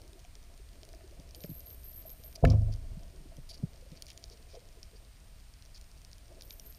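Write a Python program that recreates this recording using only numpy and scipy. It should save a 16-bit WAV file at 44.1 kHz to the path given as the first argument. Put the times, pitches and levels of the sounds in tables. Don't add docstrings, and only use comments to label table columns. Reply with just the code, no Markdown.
import sys
import numpy as np
from scipy import signal
from scipy.fft import rfft, irfft, next_fast_len
from scipy.io import wavfile
from scipy.ndimage import uniform_filter1d, map_coordinates

SR = 44100
rng = np.random.default_rng(int(sys.argv[2]) if len(sys.argv) > 2 else 0)


def voltage_ratio(decibels):
    exponent = np.asarray(decibels, float) / 20
    return 10 ** exponent


def master_out(mix):
    frames = np.transpose(np.atleast_2d(mix))
    ceiling = np.clip(frames, -1, 1)
    pcm = np.round(ceiling * 32767).astype(np.int16)
    wavfile.write(sys.argv[1], SR, pcm)


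N = 298998

# (frequency [Hz], level [dB], rise [s], t60 [s])
POLE_MODES = [(54.4, -23.5, .012, 1), (79.8, -13, 0.032, 0.67), (105.8, -9.5, 0.046, 0.7),
              (136.6, -20.5, .004, 0.27), (153, -21.5, 0.0034, 0.55), (173.6, -29, .003, 0.39),
              (226, -25.5, 0.0034, 0.17), (252.2, -16, 0.012, 0.2), (430, -23, 0.001, 0.035),
              (516, -23, 0.0017, 0.11), (674, -24, 0.00089, 0.096), (850, -36, .0015, 0.055),
              (1050, -34, .0015, 0.054)]
# (time [s], level [dB])
REBOUNDS = [
    (2.468, -14.5),
    (2.488, -19),
    (2.507, -16.5),
    (2.533, -15),
]
# (time [s], peak level [dB], frequency [Hz], rise [s],
# t60 [s])
SHOVES = [(2.4256, -32, 530, 0.0021, 0.016), (2.432, -23.5, 195, .003, .04),
          (2.428, -20.5, 103, .0043, 0.053), (2.435, -16.5, 41.6, .00274, 0.24),
          (2.438, -16.5, 430, 0.0014, 0.031), (2.44, -18.5, 660, 0.00081, 0.018),
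          (2.4498, -18, 124, .002, 0.021), (2.53, -36, 236, .006, 0.094), (2.605, -41, 227, 0.0047, 0.062),
          (2.69, -48, 234, .005, 0.067), (2.812, -41, 61.7, .008, .12), (2.571, -28, 29.2, 0.027, 0.76),
          (2.832, -34, 30.2, 0.014, 0.72), (3.636, -36, 71.6, 0.0043, 0.054),
          (3.627, -40, 190, .002, 0.019), (3.646, -37, 150, .003, .03), (2.47, -39, 340, 0.0036, .15),
          (3.6345, -21, 144, 0.0058, 0.024)]
# (time [s], peak level [dB], frequency [Hz])
BUMPS = [(.208, -54, 127), (1.19, -45.5, 164), (1.195, -49, 270), (1.441, -37, 168), (1.444, -39.5, 417),
         (1.494, -36.5, 160), (1.51, -38.5, 126), (1.51, -43, 276), (2.913, -39.5, 109), (2.969, -37, 155),
         (3.205, -46.5, 157), (3.382, -39.5, 135), (3.383, -49, 517), (3.598, -48, 250), (3.63, -46, 560),
         (3.917, -41.5, 153)]
# (time [s], peak level [dB], upper edge [Hz])
CRACKS = [
    (1.446, -47.5, 6000),
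    (2.4502, -24, 3500),
    (2.451, -21.5, 15000),
    (2.4532, -24, 5500),
    (2.4555, -31, 3000),
    (.937, -51.5, 5000),
    (1.008, -54, 5000),
]
# (frequency [Hz], width [Hz], level [dB])
CRACK_MODES = [(1290, 350, -4.5), (1760, 140, 3), (2190, 220, 1.5), (2800, 730, -6.5), (3930, 350, -7.5),
               (4950, 280, -11), (6950, 450, -11.5), (12200, 5000, -19)]
# (time [s], peak level [dB], frequency [Hz], top level [dB])
NEAR_SNAPS = [(.3535, -39.5, 6040, -23), (.832, -37.5, 4600, -29), (1.309, -41, 5750, -20),
              (1.3476, -35, 4570, -13), (1.4054, -40, 4030, -8.5), (1.4376, -34, 5640, -30),
              (1.354, -41, 5000, -8.5), (2.0947, -46, 7000, -14), (2.237, -41, 5470, -22),
              (2.3578, -31, 4930, -13.5), (2.4742, -40, 2900, -30), (4.027, -45, 3200, -8),
              (4.2275, -50, 5200, -20), (4.094, -48, 5600, -25), (2.468, -48, 2900, -30),
              (2.484, -51, 5500, -30), (2.4545, -36, 5000, -25), (2.5012, -26.5, 5030, -26),
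              (2.5184, -42, 5300, -30), (2.7384, -40, 6800, -15), (3.4975, -42, 4600, -19),
              (4.0223, -29.5, 5360, -10.5), (4.0666, -38, 5820, -17), (4.0797, -44, 5800, -25),
              (4.0832, -41, 4500, -10), (1.3583, -47, 7900, -4), (4.197, -50, 7500, 3),
              (4.0585, -45, 5760, -5), (4.1316, -44, 5390, -2), (4.115, -44, 4000, -12),
              (4.1024, -35.5, 3240, -15), (4.1758, -33.5, 6800, -16), (4.2401, -29.5, 5430, -24),
              (4.299, -40, 5770, -18), (4.5522, -43, 5100, -26), (4.83, -32.5, 5530, -20),
              (6.0483, -37.5, 4700, -15), (6.1308, -35.5, 5850, -22), (6.4095, -34, 5400, -30),
              (6.4214, -35, 4560, -12), (6.5067, -31, 4170, -27), (6.597, -32.5, 5830, -12)]
# (time [s], peak level [dB], frequency [Hz])
OPEN_SNAPS = [(.0172, -43.5, 4530), (.0782, -45, 4960), (.1316, -45, 3860), (.193, -46, 5900),
              (.5767, -45.5, 4460), (.6888, -48.5, 4130), (.851, -43, 5490), (.8896, -42.5, 6860),
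              (.9306, -43.5, 5160), (.9485, -43.5, 5600), (1.605, -40.5, 5890), (1.6703, -47, 4620),
              (1.7037, -42.5, 5640), (1.833, -47, 5110), (2.102, -42.5, 5660), (2.7606, -49, 4820),
              (2.9931, -49, 3050), (3.3678, -44, 6650), (4.2574, -50, 4320), (5.747, -45, 4950),
              (5.8122, -42, 6750), (5.9151, -46, 5640), (6.017, -46.5, 5990), (6.182, -44.5, 6710),
              (6.4334, -46, 4830), (6.4768, -49, 5610), (6.6621, -48, 6790)]
# (time [s], peak level [dB], frequency [Hz])
HIDDEN_SNAPS = [(.2428, -50, 6650), (.249, -45.5, 3080), (1.077, -48, 6000), (1.1987, -43.5, 5880),
                (1.2909, -46, 5660), (1.502, -45.5, 4270), (2.3271, -44, 4200), (2.7217, -46, 4610),
                (2.727, -41.5, 4700), (3.033, -46, 5420), (3.1612, -48, 5810), (3.733, -46.5, 4350),
                (3.7756, -49, 5780), (3.9175, -45.5, 5260), (3.973, -41.5, 4740), (4.097, -46, 3140),
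                (4.3217, -45, 4650), (4.4265, -48, 3910), (4.549, -48, 4780), (4.6879, -47, 6970),
                (4.6032, -48.5, 4700), (5.5381, -43, 5500), (5.6232, -43, 4500), (5.6517, -46, 5630),
                (5.8417, -48.5, 5600), (6.1146, -44, 5560), (6.2812, -48.5, 4930), (6.5267, -43, 5740),
                (6.7247, -43, 6710), (6.7474, -43.5, 5450)]
# (time [s], peak level [dB], frequency [Hz])
FAINT_SNAPS = [(0.0364, -53, 6030), (0.198, -50, 4310), (0.2014, -50, 5470), (0.4282, -50, 3100),
               (0.4386, -49, 5990), (0.5399, -50, 5730), (0.7317, -52, 5680), (0.7556, -50, 3060),
               (0.8148, -50, 4260), (0.8992, -53, 5430), (1.0406, -52, 4310), (1.1107, -49, 4350),
               (1.2754, -51, 5210), (1.4207, -45, 4130), (1.8566, -50, 5680), (1.9288, -50, 5730),
               (2.0243, -48, 5000), (2.407, -50, 5730), (2.5449, -52, 5600), (2.6188, -47, 4820),
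               (2.7482, -54, 4610), (3.0806, -52, 3060), (3.7406, -50, 4220), (3.7594, -50, 5560),
               (3.8112, -51, 6850), (3.815, -52, 4820), (3.9021, -52, 5600), (3.9544, -50, 5560),
               (3.9623, -50, 4570), (4.0878, -47, 3190), (4.2248, -52, 5340), (4.2801, -48, 2540),
               (4.3271, -46, 4610), (4.3733, -50, 5600), (4.3763, -51, 3060), (4.4877, -52, 3830),
               (4.5034, -52, 4780), (4.5375, -55, 4610), (4.5591, -50, 4480), (4.6543, -52, 5640),
               (4.7277, -49, 5860), (4.839, -48, 5600), (4.854, -53, 5940), (5.0489, -50, 4390),
               (5.2023, -52, 5860), (5.4002, -48, 5600), (5.4054, -51, 4610), (5.4824, -52, 5510),
               (5.6593, -45.5, 5770), (5.751, -45, 4780), (5.7602, -48, 4610), (5.7773, -41.5, 6850),
               (5.8242, -51, 5380), (5.9761, -50, 5170), (5.9828, -51, 5600), (6.2076, -55, 3140),
               (6.2573, -52, 5210), (6.3256, -50, 5730), (6.3475, -51, 5640), (6.3538, -51, 4090)]
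# (frequency [Hz], width [Hz], level [dB])
CASE_MODES = [(1730, 300, -10), (2363, 210, -1), (3140, 250, 0.5), (3760, 730, -1.5), (4700, 750, 2),
              (5640, 600, 3), (6940, 570, -0.5)]
# (frequency [Hz], width [Hz], level [dB])
CASE_TOP_MODES = [(9960, 3200, 1), (13100, 1000, -9), (13600, 1500, -7)]
# (frequency [Hz], width [Hz], level [dB])
WALL_SHADOW = [(7900, 1300, -3)]
# (start [s], end [s], level [dB], frequency [Hz], top level [dB])
SCRAPES = [(1.448, 1.463, -64, 5170, -18), (2.353, 2.367, -54, 4740, -15), (2.464, 2.492, -61, 2600, -25),
           (2.509, 2.538, -61, 2160, -25), (2.502, 2.509, -50, 5000, -14.5), (2.72, 2.74, -62, 4700, -23),
           (3.49, 3.521, -51.5, 4700, -11), (3.527, 3.559, -56.5, 4700, -13),
           (3.573, 3.584, -63, 4700, -18), (3.912, 3.99, -70, 2280, -22), (3.965, 3.984, -64, 4700, -25),
           (4.082, 4.094, -61, 3140, -25), (4.102, 4.11, -58, 3140, -25), (4.116, 4.121, -63, 3140, -25),
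           (2.519, 2.524, -59, 5460, -25), (4.309, 4.345, -62.5, 4700, -18.5),
           (4.49, 4.567, -66, 5030, -22), (4.487, 4.575, -69.5, 2350, -30),
           (4.957, 4.975, -65.5, 4640, -25), (5.743, 5.783, -59, 4700, -20)]
# (frequency [Hz], width [Hz], level [dB])
GRIT_TOP_MODES = [(10600, 1900, 0), (14000, 2500, -20)]
# (start [s], end [s], level [dB], frequency
# [Hz])
RUBS = [(0.024, .19, -66.5, 364), (0.803, 1.16, -71, 360), (1.357, 1.421, -64, 494),
        (2.458, 2.613, -50, 215), (2.493, 2.54, -63, 1170), (2.591, 2.732, -62.5, 547),
        (3.129, 3.292, -67, 340), (4.304, 4.498, -71.5, 430), (4.538, 4.578, -56.5, 555),
        (4.769, 4.82, -70, 435), (4.881, 5.093, -69, 444)]
# (time [s], peak level [dB], frequency [Hz])
PLOPS = [(.029, -48.5, 360), (.154, -45, 359), (.246, -47.5, 705), (.597, -48, 390), (.83, -46.5, 645),
         (.936, -43.5, 647), (1.007, -47, 660), (1.04, -42, 380), (1.112, -47, 355), (1.344, -47.5, 676),
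         (1.441, -37, 593), (1.491, -35.5, 280), (2.052, -39, 645), (2.095, -49.5, 510), (2.243, -46, 630),
         (2.357, -46, 670), (2.616, -39.5, 677), (3.255, -43.5, 273), (3.178, -50, 344),
         (3.318, -44.5, 657), (3.378, -45, 278), (3.63, -36.5, 392), (3.823, -46, 504), (3.862, -47.5, 549),
         (3.921, -44, 285), (4.309, -47, 428), (4.538, -45, 400), (4.571, -36.5, 490), (4.768, -52, 444),
         (0.055, -49, 370), (0.176, -50, 674), (0.826, -49, 398), (0.881, -51, 660), (0.95, -47, 327),
           (0.988, -52, 686), (1.123, -47, 590), (1.375, -45, 320), (1.915, -50.5, 630), (2.137, -51, 680),
           (2.197, -50, 483), (2.377, -47, 650), (2.377, -48, 647), (2.414, -49, 610), (2.683, -45, 660),
           (2.9, -53, 640), (2.954, -49, 640), (3.017, -49, 320), (3.025, -50, 670), (3.24, -52, 370),
           (3.511, -51.5, 650), (3.927, -46.5, 510), (4.532, -47, 520), (4.621, -55, 510),
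           (4.784, -51, 404)]
WHISTLE_HZ = [8631, 14087]
WHISTLE_DB = [-72.5, -89]
# (start [s], end [s], level [dB])
AWAKE = [
    (1.352, 2.362, -64.5),
    (6.41, 6.43, -76),
    (6.43, 6.78, -65),
    (6.445, 6.465, -68),
    (6.495, 6.543, -69),
]
# (start [s], end [s], level [dB])
BUSY = [(1.356, 1.371, -59), (1.411, 1.471, -55), (1.49, 1.607, -53.5), (1.657, 1.749, -53),
        (1.838, 1.921, -51.5), (1.933, 2.022, -52), (2.057, 2.135, -52), (2.236, 2.286, -52),
        (6.495, 6.543, -59), (6.656, 6.682, -53.5), (6.695, 6.714, -52.5)]
# (frequency [Hz], level per Hz [dB])
IDLE_SPECTRUM = [(8500, -7), (10300, -18), (10800, -12), (11050, -32), (11600, -7), (12300, -2),
                 (13250, -11), (14000, -4), (14400, -11), (15170, -9), (15400, -36)]
# (frequency [Hz], level per Hz [dB])
WORK_SPECTRUM = [(8500, -42), (10700, -26), (11050, -28), (11500, -6.5), (12150, -3), (12500, 7.5),
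                 (12800, 0), (13150, -11), (13700, -11.5), (14500, -19), (15250, -29), (15400, -55)]
COIL_HZ = [11810, 14087, 10849]
COIL_DB = [-14, -10.5, -20]
# (time [s], peak level [dB])
SPIKES = [(1.449, -52), (1.5522, -50), (1.668, -53), (1.844, -55), (1.8654, -51), (1.9696, -51),
          (2.0689, -54), (2.0793, -52), (2.2443, -54), (6.7134, -55)]
# (frequency [Hz], width [Hz], level [dB])
SPIKE_MODE = [(11300, 1500, 0)]
# (time [s], slosh level [dB])
STIR = [(0, -68), (.68, -69.5), (1.05, -64.5), (2.34, -64), (3.36, -64.5), (3.79, -67), (4.32, -66),
        (5.51, -72.5), (6.78, -65.5)]
# (frequency [Hz], level per Hz [dB])
RUMBLE_SPECTRUM = [(12, -27), (20, 3.5), (43, -1.5), (59, -1), (101, -11), (226, -24.5), (300, -27),
                   (390, -71.5), (660, -120)]
# (frequency [Hz], level per Hz [dB])
SLOSH_SPECTRUM = [(120, -24), (250, -4), (370, -1.5), (520, -4), (680, 1), (780, -14.5), (1100, -19.5),
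                  (2000, -35)]
# (frequency [Hz], level per Hz [dB])
HISS_SPECTRUM = [(410, -66.5), (700, -6.5), (850, -5), (1480, -6.5), (2560, -5.5), (3500, -7.5), (4800, -6),
                 (5800, -9), (7800, -11.5), (10500, -12.5), (14000, -15.5), (15250, -14.5), (15400, -55.5)]

BLOW_S = 2.437
GRIP_S, GRIP_T60 = 2.76, 0.22
BUMP_RISE, BUMP_LIFE = 0.58, 7.3
OPEN_TOP_DB, HIDDEN_TOP_DB, FAINT_TOP_DB = -11, -21, -18
SNAP_LOW_HZ = 2600
ECHO_S, ECHO = 0.000801, .3
WALL_HZ, TOP_WALL_HZ = 7550, 12800
RUB_WIDTH = .28
PLOP_T60 = 0.051
FRAME_HZ, FRAME_END_S = 59.94, 1.4712
LOAD_EDGE_S = 0.0065
WARM_HZ, WARM_S = 180, .35
RUMBLE_DB, RUMBLE_FOLLOWS, HISS_DB = -52, 0.17, -66
SPLASH_DB, SPLASH_S = 15, 0.067
SURGE_DB, SURGE_S = 8.5, 0.31
TOP_HZ = 15700


def unit(x):
    return x / np.sqrt(np.mean(x ** 2, axis=-1, keepdims=True) + 1e-20)


def wobble(rate):
    knots = rng.standard_normal(int(N * rate / SR) + 4)
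    return map_coordinates(knots, [np.arange(N) * rate / SR])


def filtered(x, response):
    m = next_fast_len(x.shape[-1] + 8192)
    spectrum = rfft(x, m) * response(np.fft.rfftfreq(m, 1 / SR))
    return irfft(spectrum, m)[..., :x.shape[-1]]


def noise(spectrum):
    hz, db = np.transpose(spectrum)
    shape = lambda f: voltage_ratio(np.interp(np.log(f + 1), np.log(hz), db, -120, -120))
    return unit(filtered(rng.standard_normal(N), shape))


def resonances(modes):
    def response(f):
        total = 0
        for k, (hz, width, db) in enumerate(modes):
            damping = 1j * f * width
            total = total + (-1) ** k * voltage_ratio(db) * damping / (hz * hz - f * f + damping)
        return total
    return response


def ring(hz, rise, t60, t):
    return np.sin(2 * np.pi * hz * t) * voltage_ratio(-60 * t / t60) * (1 - np.exp(-t / rise)) ** 2


def peaked(sound):
    return sound / np.abs(sound).max()


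def add(track, s, sound):
    part = track[round(s * SR):][:len(sound)]
    part += sound[:len(part)]


def spans(rows, t):
    return sum(voltage_ratio(db) * ((t > start) & (t < end)) for start, end, db in rows)


def stroke(start, end):
    return np.sin(np.pi * np.linspace(0, 1, round((end - start) * SR)) ** 0.78) ** 0.28


def coloured(spit, hz, width, top_db, spread, top):
    wall = lambda f, edge_hz: 1 / (1 - (f / edge_hz) ** 2 + 1.4j * f / edge_hz)
    near = resonances([(hz, width, 0)])
    body = filtered(spit[0], lambda f: resonances(CASE_MODES)(f) * (spread + near(f)) * wall(f, WALL_HZ))
    highs = filtered(spit[1], lambda f: resonances(top)(f) * wall(f, TOP_WALL_HZ) ** 2)
    return unit(body) + voltage_ratio(top_db) * unit(highs)


def pole():
    out, t = np.zeros(N), np.arange(SR) / SR
    held = voltage_ratio(-60 * np.maximum(BLOW_S + t - GRIP_S, 0) / GRIP_T60)
    sway = np.zeros(SR)
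    upper = np.zeros(SR)
    for hz, db, rise, t60 in POLE_MODES:
        mode = ring(hz, rise, t60, t)
        sway += voltage_ratio(db + 1.3 * wobble(22)[:SR]) * mode
        if hz > 400:
            upper += voltage_ratio(db + 20.0) * mode
    add(out, BLOW_S, held * sway)
    for s, db in REBOUNDS:
        add(out, s, voltage_ratio(db - 16.5) * upper)

    bumps = [(s, db, hz, BUMP_RISE / hz, BUMP_LIFE / hz) for s, db, hz in BUMPS]
    for s, db, hz, rise, t60 in SHOVES + bumps:
        add(out, s, voltage_ratio(db) * peaked(ring(hz, rise, t60, t)))

    short = t[:2000]
    for s, db, edge_hz in CRACKS:
        contact = rng.standard_normal(2000) * voltage_ratio(-60 * short / .008)
        contact[0] += 12
        crack = filtered(contact, lambda f: resonances(CRACK_MODES)(f) / (1 + 1j * f / edge_hz) ** 3)
        add(out, s, voltage_ratio(db) * peaked(crack))
    return out


def shrimp():
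    out, t = np.zeros(N), np.arange(1500) / SR
    decay = voltage_ratio(-60 * t / 0.003) + voltage_ratio(-24.5 - 60 * t / 0.023)
    shape = decay * (1 - np.exp(-t / 0.00039))
    snaps = list(NEAR_SNAPS)
    for rows, top_db in ((OPEN_SNAPS, OPEN_TOP_DB), (HIDDEN_SNAPS, HIDDEN_TOP_DB),
                         (FAINT_SNAPS, FAINT_TOP_DB)):
        snaps += [(*row, top_db) for row in rows]
    for s, db, hz, top_db in snaps:
        spit = rng.standard_normal((2, len(t)))
        late, low = rng.random(2)
        spit[:, 6] = 11
        low_hz = SNAP_LOW_HZ * (1 - .25 * low)
        delay = ECHO_S * (0.249 + 0.748 * late)

        def path(f):
            echo = 1 - ECHO * np.exp(-2j * np.pi * f * delay)
            return echo / (1 - (low_hz / (f + 1)) ** 2 - 1.2j * low_hz / (f + 1))

        snap = filtered(coloured(spit * shape, hz, 1500, top_db + 6.5, 0.84, CASE_TOP_MODES), path)
        add(out, s, voltage_ratio(db - 1.5) * peaked(snap))
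    return filtered(out, lambda f: 1 - resonances(WALL_SHADOW)(f))


def grit():
    out = np.zeros(N)
    for start, end, db, hz, top_db in SCRAPES:
        swell = np.pad(stroke(start, end), (0, 400))
        n = len(swell)
        body_db = 3 * wobble(598)[:n]
        highs_db = 5 * wobble(200)[:n] - np.linspace(0, 6, n)
        grains = voltage_ratio([body_db, highs_db]) * swell * rng.standard_normal((2, n))
        add(out, start, voltage_ratio(db) * coloured(grains, hz, 800, top_db - 1, 0.18, GRIT_TOP_MODES))
    return out


def suit():
    out = np.zeros(N)
    for start, end, db, hz in RUBS:
        swell = np.pad(stroke(start, end), (0, 900))
        n = len(swell)
        drag = voltage_ratio(4.8 * wobble(37.8)[:n]) * swell * rng.standard_normal(n)
        hum = filtered(drag, lambda f: resonances([(hz, RUB_WIDTH * hz, 0)])(f) ** 2)
        add(out, start, voltage_ratio(db) * unit(hum))
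    return out


def plops():
    out, t = np.zeros(N), np.arange(SR // 5) / SR
    for s, db, hz in PLOPS:
        add(out, s, voltage_ratio(db - 7.5) * peaked(ring(hz, 0.0016, PLOP_T60, t)))
    return out


def circuits():
    t = np.arange(N) / SR
    frame, phase = np.divmod((t - FRAME_END_S) * FRAME_HZ, 1)
    first_load = (t > AWAKE[0][0]) & (t < AWAKE[0][1])
    loaded = first_load | (t > AWAKE[1][0])

    whistle = np.zeros(N)
    for hz, db in zip(WHISTLE_HZ, WHISTLE_DB):
        level = voltage_ratio(db + 0.99 * wobble(16))
        whistle += level * np.sin(2 * np.pi * hz * t + 0.53 * wobble(6.2))
    whistle *= 1 + 0.62 * first_load
    whistle *= 1 - 0.49 * (phase < .15) * loaded

    middle = FRAME_END_S + (frame + .6) / FRAME_HZ
    gate = uniform_filter1d(0.077 + np.clip((phase - .1) / 0.2, 0, 1), size=40)
    scatter = voltage_ratio(0.51 * rng.standard_normal(600)[frame.astype(int) + 100])
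    coil = sum(voltage_ratio(db) * np.sin(2 * np.pi * hz * t + .6 * wobble(8)) for hz, db in zip(COIL_HZ, COIL_DB))
    idle = spans(AWAKE, middle) * (noise(IDLE_SPECTRUM) + coil)

    starts = (BUSY[1][0], AWAKE[1][0])
    cold = sum(np.exp(-np.maximum(t - start, 0) / WARM_S) * (t > start) for start in starts).clip(0, 1)
    cold_noise = noise([(hz + WARM_HZ, db) for hz, db in WORK_SPECTRUM])
    work = np.sqrt(cold) * cold_noise + np.sqrt(1 - cold) * noise(WORK_SPECTRUM)
    load = uniform_filter1d(spans(BUSY, t), round(LOAD_EDGE_S * SR))
    return whistle + gate * (idle + scatter * load * work)


def spikes():
    out, t = np.zeros(N), np.arange(400) / SR
    for s, db in SPIKES:
        burst = rng.standard_normal(len(t)) * voltage_ratio(-60 * t / .005)
        tick = filtered(burst, lambda f: resonances(SPIKE_MODE)(f) ** 2)
        add(out, s, voltage_ratio(db) * peaked(tick))
    return out


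def sea():
    t = np.arange(N) / SR
    stir_db = np.interp(t, *np.transpose(STIR))

    def wake(peak_s):
        since = np.maximum(t - BLOW_S, 0) / peak_s
        return (since * np.exp(1 - since)) ** 2

    rumble_db = RUMBLE_DB + RUMBLE_FOLLOWS * (stir_db - stir_db.mean()) + SURGE_DB * wake(SURGE_S)
    rumble = voltage_ratio(rumble_db) * noise(RUMBLE_SPECTRUM)
    lumps = voltage_ratio(1.7 * wobble(6) + 2.4 * wobble(35))
    slosh = voltage_ratio(stir_db + SPLASH_DB * wake(SPLASH_S)) * unit(lumps * noise(SLOSH_SPECTRUM))
    hiss = voltage_ratio(HISS_DB) * noise(HISS_SPECTRUM)
    hits = rng.random(N) < 110 / SR
    strength = voltage_ratio(4 * rng.exponential(size=N).clip(0, 1.3))
    far = hits * strength * rng.standard_normal(N)
    return rumble + slosh + hiss + voltage_ratio(-80) * unit(filtered(far, resonances(CASE_MODES)))


def scene():
    return (pole() + shrimp() + grit() + suit() + plops() + circuits() + spikes() + sea())[None]


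def roll_off(x):
    return signal.sosfilt(signal.butter(12, 16430, fs=SR, output="sos"), x)


def record(dry):
    mix = filtered(dry, lambda hz: voltage_ratio(-30 * np.clip((hz - TOP_HZ) / 700, 0, 3)))
    return roll_off(mix)


dry = scene()
out = record(dry)
master_out(out)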